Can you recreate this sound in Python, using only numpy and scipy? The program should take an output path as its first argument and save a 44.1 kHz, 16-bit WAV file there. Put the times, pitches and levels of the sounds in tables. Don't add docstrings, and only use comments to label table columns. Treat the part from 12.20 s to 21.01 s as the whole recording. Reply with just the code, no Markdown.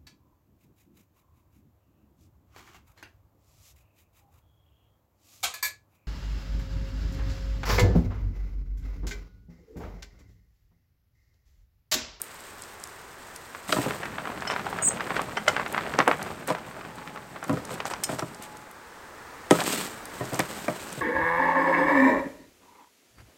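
import sys
import numpy as np
from scipy import signal
from scipy.fft import rfft, irfft
from scipy.io import wavfile

SR = 44100
rng = np.random.default_rng(int(sys.argv[2]) if len(sys.argv) > 2 else 0)


def pcm_store(signal):
    levels = np.round(np.clip(np.atleast_2d(signal), -1, 1) * 32767)
    wavfile.write(sys.argv[1], SR, levels.astype(np.int16).T)


N = 388521
TIME = np.arange(N) / SR
HIT_TIME = TIME[:SR // 3]


def from_db(db):
    return 10 ** (np.asarray(db) / 20)


def rms_one(x):
    return x / np.sqrt(np.mean(x ** 2) + 1e-20)


def gain_curve(rows):
    s, db = np.transpose(rows)
    return np.interp(TIME, s, from_db(db), left=0, right=0)


def dying(t60):
    return np.exp(-np.log(1000) * HIT_TIME / max(t60, 1e-4))


def add(out, s, sound):
    start = max(round(s * SR), 0)
    out[start:start + len(sound)] += sound[:N - start]


def butter(x, hz, kind, order=2):
    sections = signal.butter(order, np.clip(hz, 10, .48 * SR), kind, fs=SR, output="sos")
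    return signal.sosfilt(sections, x + 1e-18)


def drift(rate):
    knots = rng.standard_normal(N // 20)
    return np.interp(TIME * rate, np.arange(len(knots)), knots)


def coloured(x, spectrum):
    hz, db = np.transpose(spectrum)
    grid = np.linspace(1, SR / 2, 2049)
    gains = from_db(np.interp(np.log(grid), np.log(hz), db))
    cepstrum = irfft(np.log(gains))
    folded = 2 * cepstrum[:len(grid)]
    folded[0] = 0
    response = irfft(np.exp(rfft(folded, len(cepstrum))))
    return rms_one(signal.oaconvolve(x, response)[:len(x)])


def grains(per_s, spread_db, low_hz, high_hz, cycles, bands=14):
    born = rng.random(N) < per_s / SR
    clicks = born * rng.choice([-1, 1], N) * from_db(spread_db * np.minimum(rng.exponential(1, N), 4))
    band_of_click, out = rng.integers(0, bands, N), np.zeros(N)
    width = 1 + 1 / max(cycles, 1)
    for band, hz in enumerate(np.geomspace(low_hz, high_hz, bands)):
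        out += butter(clicks * (band_of_click == band), [hz / width, hz * width], "band", order=1)
    return rms_one(out)


def struck(blows, tones, focus_db, rattle_share, uneven_db, detune):
    out = np.zeros(N)
    tone_hz, tone_db, t60 = np.transpose(tones)
    fades = np.array([dying(t) for t in t60])
    for s, level_db, centre_hz, rattle_s in blows:
        octaves_off = np.log2(tone_hz / centre_hz)
        luck_db = uneven_db * rng.standard_normal(len(tones))
        strength = from_db(tone_db - focus_db * octaves_off ** 2 + luck_db)
        detuned = tone_hz * (1 + detune * rng.standard_normal(len(tones)))
        waves = fades * np.sin(2 * np.pi * detuned[:, None] * HIT_TIME)
        ring = (strength * rng.choice([-1, 1], len(tones))) @ waves
        ring = butter(ring, min(centre_hz / 2, 150), "high", order=4)
        rattle = rng.standard_normal(len(HIT_TIME)) * dying(4 * rattle_s)
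        contact = rattle_share * rattle / np.linalg.norm(rattle)
        contact[0] += 1
        sound = signal.fftconvolve(ring, contact)[:len(ring)]
        add(out, s, from_db(level_db) * rms_one(sound) * np.std(ring) / np.linalg.norm(strength))
    return out


def crack(scatter_db, scatter_t60):
    scatter = rng.standard_normal(len(HIT_TIME)) * rng.exponential(1, len(HIT_TIME)) * dying(scatter_t60)
    burst = from_db(scatter_db) * scatter / np.linalg.norm(scatter)
    burst[0] += 1
    return burst


def ticks(breaks, scatter_cycles=80, width=1.45):
    out = np.zeros(N)
    for s, level_db, hz in breaks:
        burst = crack(scatter_db=6.5, scatter_t60=scatter_cycles / hz)
        tick = butter(burst, [hz / width, hz * width], "band")
        add(out, s, from_db(level_db) * tick / np.linalg.norm(tick))
    return from_db(9) * out


def chance_events(drive, per_s, level_db, hz, spread_db, spread_octaves, slots=300):
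    when, luck, size, pitch = rng.random((slots, 4)).T
    s = (np.arange(slots) + when) * TIME[-1] / slots
    strength = np.interp(s, TIME, drive)
    levels = level_db + 20 * np.log10(strength + 1e-9) + spread_db * (2 * size - 1)
    pitches = hz * 2 ** (spread_octaves * (2 * pitch - 1))
    happens = luck < per_s * strength * TIME[-1] / slots
    return list(np.c_[s, levels, pitches][happens])


# t/s, level/dB
AIR_LEVELS = [(0, -47), (2.2, -45), (4.5, -49), (6.55, -48), (7.25, -44), (7.9, -41.5), (8.8, -44)]
# f/Hz, level/dB
AIR_TONE = [(25, -11), (87, -3.5), (145, -8.5), (280, -6), (440, -2.5), (620, -5.5), (1000, -2.5),
            (1750, -5), (3000, -18), (6000, -21), (8400, -21.5), (10500, -29), (16000, -27.5)]


def open_air(flutter_db=-0.1):
    flutter = from_db(flutter_db * drift(39))
    return gain_curve(AIR_LEVELS) * flutter * coloured(rng.standard_normal(N), AIR_TONE)


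# t/s, level/dB
WHINE_LEVELS = [(4.3, -51.5), (5, -59), (6.2, -56.5), (6.7, -63), (7.3, -76)]


def whine(hz=847, waver_hz=7, waver_db=7.1):
    phase = 2 * np.pi * np.cumsum(hz + waver_hz * drift(25)) / SR
    return gain_curve(WHINE_LEVELS) * from_db(waver_db * drift(7.4)) * np.sin(phase)


def yard_echo(x, t60):
    tail = rng.standard_normal(len(HIT_TIME)) * dying(t60) * (HIT_TIME > .005)
    return signal.oaconvolve(x, tail / np.linalg.norm(tail))[:N]


# t/s, f/Hz
CHIRP_PITCH = [(2.62, 6650), (2.646, 7130), (2.657, 6680), (2.677, 7650), (2.695, 6440)]


def chirp(upper_hz=8130, lower_db=-5, overtone_db=-22, waver_hz=130, rough_db=3.5):
    start_db, swell_db_per_s, edge_s = -26, 131.5, 0.006
    s, lower_hz = np.transpose(CHIRP_PITCH)
    tones = np.zeros(N)
    for hz, level_db in ((np.interp(TIME, s, lower_hz), lower_db), (upper_hz, 0)):
        phase = 2 * np.pi * np.cumsum(hz + waver_hz * drift(750)) / SR
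        tones += from_db(level_db + rough_db * drift(700)) * np.sin(phase)
    gate = np.clip(np.minimum(TIME - s[0], s[-1] - TIME) / edge_s, 0, 1)
    swell = from_db(start_db + swell_db_per_s * (np.clip(TIME, s[0], s[-1]) - s[0]))
    return gate * swell * (tones + from_db(overtone_db) * butter(tones ** 2, upper_hz, "high"))


# t/s, level/dB, centre f/Hz, rattle/s
METAL_HITS = [(2.274, -19, 3400, 0.0019), (2.307, -25, 4970, 0.0043), (3.170, -16.5, 2000, 0.0075),
              (3.279, -6, 1300, 0.005), (5.836, -15, 9000, 0.011)]
# f/Hz, level/dB, time to fade by 60 dB/s
METAL_TONES = [(600, -0.5, .09), (1010, -4, 0.071), (1376, 9.5, 0.056), (1650, -9, 0.049), (2037, 7, 0.03),
               (3050, 7, 0.058), (3026, -0.5, 0.022), (3210, -10, 0.044), (4380, -5, 0.1), (5220, 6, 0.081),
               (5500, -15, 0.17), (5400, 6, 0.02), (5860, 1, 0.045), (6570, -18, .04), (6800, -7, 0.067),
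               (6940, -12, .04), (7500, -2, .04), (7840, 3, 0.048), (8560, 0.5, 0.083), (8850, 2, 0.024),
               (9020, -6, 0.059), (10100, -7, .04), (10700, -26, 0.046), (11800, -19, .03),
               (12700, -11, .05)]


def metal_clinks():
    ring = struck(METAL_HITS, METAL_TONES, focus_db=5, rattle_share=5, uneven_db=2, detune=0.012)
    return from_db(-2) * ring


# t/s, level/dB, length/s, leaves compared with grit/dB
GRIT_SCRAPES = [(2.292, -27.5, 0.054, -30), (2.951, -27.5, 0.025, -19), (3.168, -31.5, 0.019, -23),
                (3.273, -24, 0.029, -15), (4.266, -34, 0.059, -6.5), (5.5, -46, 0.052, 3.5),
                (5.658, -38, 0.025, -1), (5.696, -31, 0.03, -11), (5.834, -43.5, 0.013, 12.5),
                (5.879, -41.5, 0.081, -1), (5.981, -32, 0.029, -11.5), (6.213, -49, 0.042, 3),
                (7.316, -36, 0.054, -8), (7.387, -26.5, 0.036, -14), (8.125, -32, 0.034, -16),
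                (8.189, -22.5, 0.021, -16)]
# f/Hz, level/dB
GRIT_TONE = [(150, -22.5), (300, -0.5), (600, 3.5), (1100, 0.5), (1800, -3), (2600, -9), (4000, -17.5),
             (7000, -24), (16000, -43)]
# f/Hz, level/dB
TWIG_TONE = [(400, -55), (1200, 3), (2500, 4.5), (4000, 2), (6000, -2.5), (8300, 6.5), (10000, -8.5),
             (13000, -1), (16000, -9)]


def scrapes():
    grit = coloured(grains(per_s=5000, spread_db=6.5, low_hz=314, high_hz=6450, cycles=2.4), GRIT_TONE)
    leaves = coloured(grains(per_s=3600, spread_db=3.5, low_hz=2000, high_hz=11500, cycles=3.4),
                      TWIG_TONE)
    out = np.zeros(N)
    for s, level_db, length_s, leaves_db in GRIT_SCRAPES:
        swell = np.interp(TIME, s + length_s * np.array([0, .2, .7, 1.3]), [0.00016, 0.98, 1, 0.0033])
        out += from_db(level_db) * swell * (grit + from_db(leaves_db) * leaves)
    return out


# t/s, rise/s, hold/s, time to fade by 20 dB/s, twig level/dB, drag level/dB
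LOAD_HEAVES = [(-.1, 0.12, 0.18, 2.5, -51, -70), (0.956, 0.1, 0.52, 0.63, -55, -65.5),
               (1.461, 0.052, 0.064, 0.27, -35.5, -37.5), (5.263, 0.0082, 0.018, 0.58, -53.5, -38),
               (5.88, 0.018, 0.033, 0.86, -53.5, -48), (7.3, 0.012, 0.31, 0.18, -36.5, -36),
               (7.448, 0.034, 0.026, 0.19, -31, -35), (7.876, 0.11, 0.77, 0.48, -46, -44.5)]


def load_motion(pace, shake_db=-52, shake_follows=0.61):
    stir, drag = from_db(shake_db) * pace ** shake_follows, 0
    for s, rise_s, hold_s, fade_s, twigs_db, drag_db in LOAD_HEAVES:
        rise = np.clip((TIME - s) / rise_s, 0, 1)
        heave = rise * from_db(-20 * np.maximum(TIME - s - rise_s - hold_s, 0) / fade_s)
        stir = np.hypot(stir, from_db(twigs_db) * heave)
        drag = np.hypot(drag, from_db(drag_db) * heave)
    return stir, drag


# f/Hz, level/dB
DRAG_TONE = [(25, -22), (80, -14), (180, 4), (320, 2), (650, -4.5), (1300, -7), (3000, -16)]


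def clippings(stir, drag):
    crackle = grains(per_s=3200, spread_db=2, low_hz=1210, high_hz=15600, cycles=1.4)
    grumble = grains(per_s=1300, spread_db=4.5, low_hz=100, high_hz=2500, cycles=0.44)
    clumps = from_db(3.35 * np.tanh(drift(70)))
    return clumps * (stir * coloured(crackle, TWIG_TONE) + drag * coloured(grumble, DRAG_TONE))


# t/s, level/dB, centre f/Hz
BIG_SNAPS = [(0.0174, -12, 10100), (0.4213, -24.5, 7500), (0.6387, -20, 7000), (1.1617, -24, 6540),
             (1.5233, -9, 3150), (3.0173, -23.5, 7500), (3.283, -9, 5160), (3.5255, -22, 9000),
             (3.7886, -11.5, 4600), (3.879, -17, 7500), (4.0279, -21, 7300), (4.2754, -20.5, 10000),
             (5.241, -25.5, 7850), (5.452, -25, 6900), (5.603, -17.5, 2600), (5.6545, -22, 5140),
             (5.7367, -22, 4670), (5.837, -12, 8500), (5.9935, -19.5, 5500), (6.2238, -27, 8900),
             (7.404, -12, 2900), (7.4386, -19, 7210), (7.8552, -24.5, 7650), (8.144, -19, 6440),
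             (8.193, -13, 8350), (8.728, -23.5, 6800)]


def twig_snaps(stir, blows, brisk_stir_db=-45, break_growth=2.2):
    drive = np.tanh(stir / from_db(brisk_stir_db)) ** .5
    small = chance_events(drive, per_s=7, level_db=-30, hz=7500, spread_db=7, spread_octaves=0.54)
    crushed = [(s, break_growth * knock_db - 0.5, hz) for s, knock_db, *_ in blows for hz in (2900, 6300)]
    return ticks(BIG_SNAPS + crushed + small)


def stone_pops(pops, tyre_cut_hz=2500, grind_db=-10, scatter_db=-5, width=1.5):
    out, lead = np.zeros(N), SR // 40
    for s, level_db, hz in pops:
        crumble_db = -level_db / 5
        grind = (rng.standard_normal(lead) * dying(0.028)[:lead])[::-1]
        grind = from_db(grind_db + crumble_db) * grind / np.linalg.norm(grind)
        push = np.r_[grind, crack(scatter_db + crumble_db, scatter_t60=.05)]
        pop = butter(push, [hz / width, hz * width], "band", order=1)
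        pop = butter(pop, tyre_cut_hz, "low", order=3)
        pop = butter(pop, 120, "high")
        add(out, s - lead / SR, from_db(level_db) * pop / np.linalg.norm(pop))
    return from_db(14) * out


# t/s, level/dB, f/Hz
BIG_POPS = [(1.3488, -23.5, 1300), (1.8325, -19, 1330), (1.856, -21, 1800), (1.984, -17.5, 1150),
            (2.0738, -17.5, 890), (2.2224, -20.5, 1420), (2.363, -13.5, 990), (2.4668, -15, 870),
            (2.8072, -15, 1590), (2.9059, -13.5, 1030), (2.9942, -11, 895), (3.1727, -16.5, 1330),
            (3.3654, -10.5, 1380), (3.3976, -12.5, 1060), (3.5466, -13, 1080), (3.579, -10.5, 1290),
            (3.7893, -5, 1070), (3.8031, -4, 1130), (3.8775, -2.5, 805), (3.914, -6.5, 1150),
            (4.3499, -17.5, 1060), (4.8758, -26, 1780), (4.9606, -25.5, 1110), (5.1612, -23.5, 890),
            (5.228, -21, 980), (5.603, -18.5, 1140), (5.6543, -16, 760), (5.7367, -17, 1010)]


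def loose_stones(pace, jostle_s=.028, jostle_db=-14, tick_db=-19, tick_growth=0.62, tick_ratio=2.87):
    small = chance_events(pace ** 0.74, per_s=12, level_db=-21, hz=1150, spread_db=5, spread_octaves=0.21)
    pops = BIG_POPS + small
    jostled = [(s + jostle_s * lag, level_db + jostle_db, hz)
               for s, level_db, hz in BIG_POPS for lag in rng.uniform(0.18, 1, 2)]
    bright = [(s, tick_db + tick_growth * level_db, hz * tick_ratio) for s, level_db, hz in pops]
    return stone_pops(pops + jostled) + ticks(bright)


# t/s, knock level/dB, centre f/Hz, rattle/s, boom level/dB
TUB_HITS = [(1.493, -18, 563, 0.012, -30), (1.526, -5.5, 970, 0.0023, -26),
            (1.566, -16, 600, 0.0043, -20.5), (1.586, -15, 340, 0.0029, -23),
            (1.661, -19, 560, 0.0041, -20), (3.788, -14, 720, .002, -15), (3.879, -14, 700, 0.0022, -15),
            (4.282, -21, 800, 0.026, -23), (4.303, -13, 740, 0.0022, -16.5),
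            (5.295, -13.5, 550, 0.049, -15.5), (5.329, -24.5, 318, .015, -18.5),
            (5.371, -21, 1100, 0.017, -31), (5.507, -22.5, 448, 0.026, -30), (5.891, -17, 490, 0.0071, -26),
            (5.925, -25.5, 430, 0.025, -26), (6.023, -17.5, 480, 0.0054, -24.5),
            (7.309, -3.5, 860, 0.004, -3), (7.352, -18, 500, 0.0085, -28), (7.388, -13.5, 730, .014, -31),
            (8.008, -21, 520, 0.044, -22), (8.125, -21, 420, 0.05, -23.5), (8.193, -15, 480, 0.019, -22),
            (8.482, -13.5, 940, 0.003, -15), (8.774, -43, 517, 0.0031, -27.5)]
# f/Hz, level/dB, time to fade by 60 dB/s
TUB_TONES = [(80, -17, 0.75), (114, -16, 0.15), (130.7, 1, 0.13), (171.7, -4, 0.15), (209.4, -11, 0.091),
             (223, -8.5, 0.066), (288.3, 0, 0.092), (342.5, -4.5, 0.1), (420, -8, 0.12),
             (507.5, -0.5, 0.087), (610.5, -2, 0.14), (686, -2, 0.094), (782, -4.5, 0.064),
             (890, -15, 0.18), (1003, 3.5, 0.045), (1176, -4.5, 0.063), (1280, -8.5, 0.12),
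             (1346, 12.5, 0.0097), (1595, -7, 0.073), (1850, 3.5, 0.037), (2120, 2.5, 0.02),
             (2420, 2.5, 0.021)]


def tub_thuds(boom_lag_s=.0015, boom_ratio=0.39):
    knocks = [(s, knock_db, hz, rattle_s) for s, knock_db, hz, rattle_s, _ in TUB_HITS]
    booms = [(s + boom_lag_s, boom_db, boom_ratio * hz, rattle_s)
             for s, _, hz, rattle_s, boom_db in TUB_HITS]
    wall = struck(knocks, TUB_TONES, focus_db=3, rattle_share=1, uneven_db=2, detune=0.005)
    body = struck(booms, TUB_TONES, focus_db=3.5, rattle_share=0.57, uneven_db=0.1, detune=0.005)
    return from_db(-2) * wall + from_db(-0.5) * body


# t/s, level/dB (0 is full pace)
BARROW_PACE = [(1.5, -31), (1.7, 1), (1.9, -6), (2.3, -3.5), (2.95, 1.5), (3.2, -2.5), (3.55, 0.5),
               (4.05, -0.5), (4.25, -9.5), (4.8, -8.5), (5.05, -14), (5.55, -8), (6.0, -11), (6.45, -21)]
# f/Hz, level/dB
RUMBLE_TONE = [(25, -22), (55, -5), (100, -3), (160, 2.5), (280, -1.5), (450, -7), (900, -24)]


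def rolling(pace, crunch_db=-38.5, rumble_db=-42, rumble_follows=0.68):
    gravel = grains(per_s=1600, spread_db=3.2, low_hz=288, high_hz=4780, cycles=4.7)
    bumps = grains(per_s=830, spread_db=3, low_hz=59.6, high_hz=700, cycles=2.9)
    clumps = np.tanh(drift(45))
    crunch = from_db(crunch_db + 3.9 * clumps) * pace * coloured(gravel, GRIT_TONE)
    rumble = from_db(rumble_db + 2 * clumps) * pace ** rumble_follows * coloured(bumps, RUMBLE_TONE)
    return crunch + rumble


def scene():
    pace = gain_curve(BARROW_PACE)
    stir, drag = load_motion(pace)
    background = open_air() + whine()
    nearby = metal_clinks() + tub_thuds() + scrapes() + rolling(pace) + clippings(stir, drag)
    nearby += chirp() + loose_stones(pace) + twig_snaps(stir, TUB_HITS)
    return (background + nearby + from_db(-13.5) * yard_echo(nearby, t60=0.21))[None]


def record(dry, stop_hz=16700):
    treble_cut = signal.cheby2(16, 60, stop_hz, fs=SR, output="sos")
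    return signal.sosfilt(treble_cut, np.clip(dry, -1, 1))


dry = scene()
out = record(dry)
pcm_store(out)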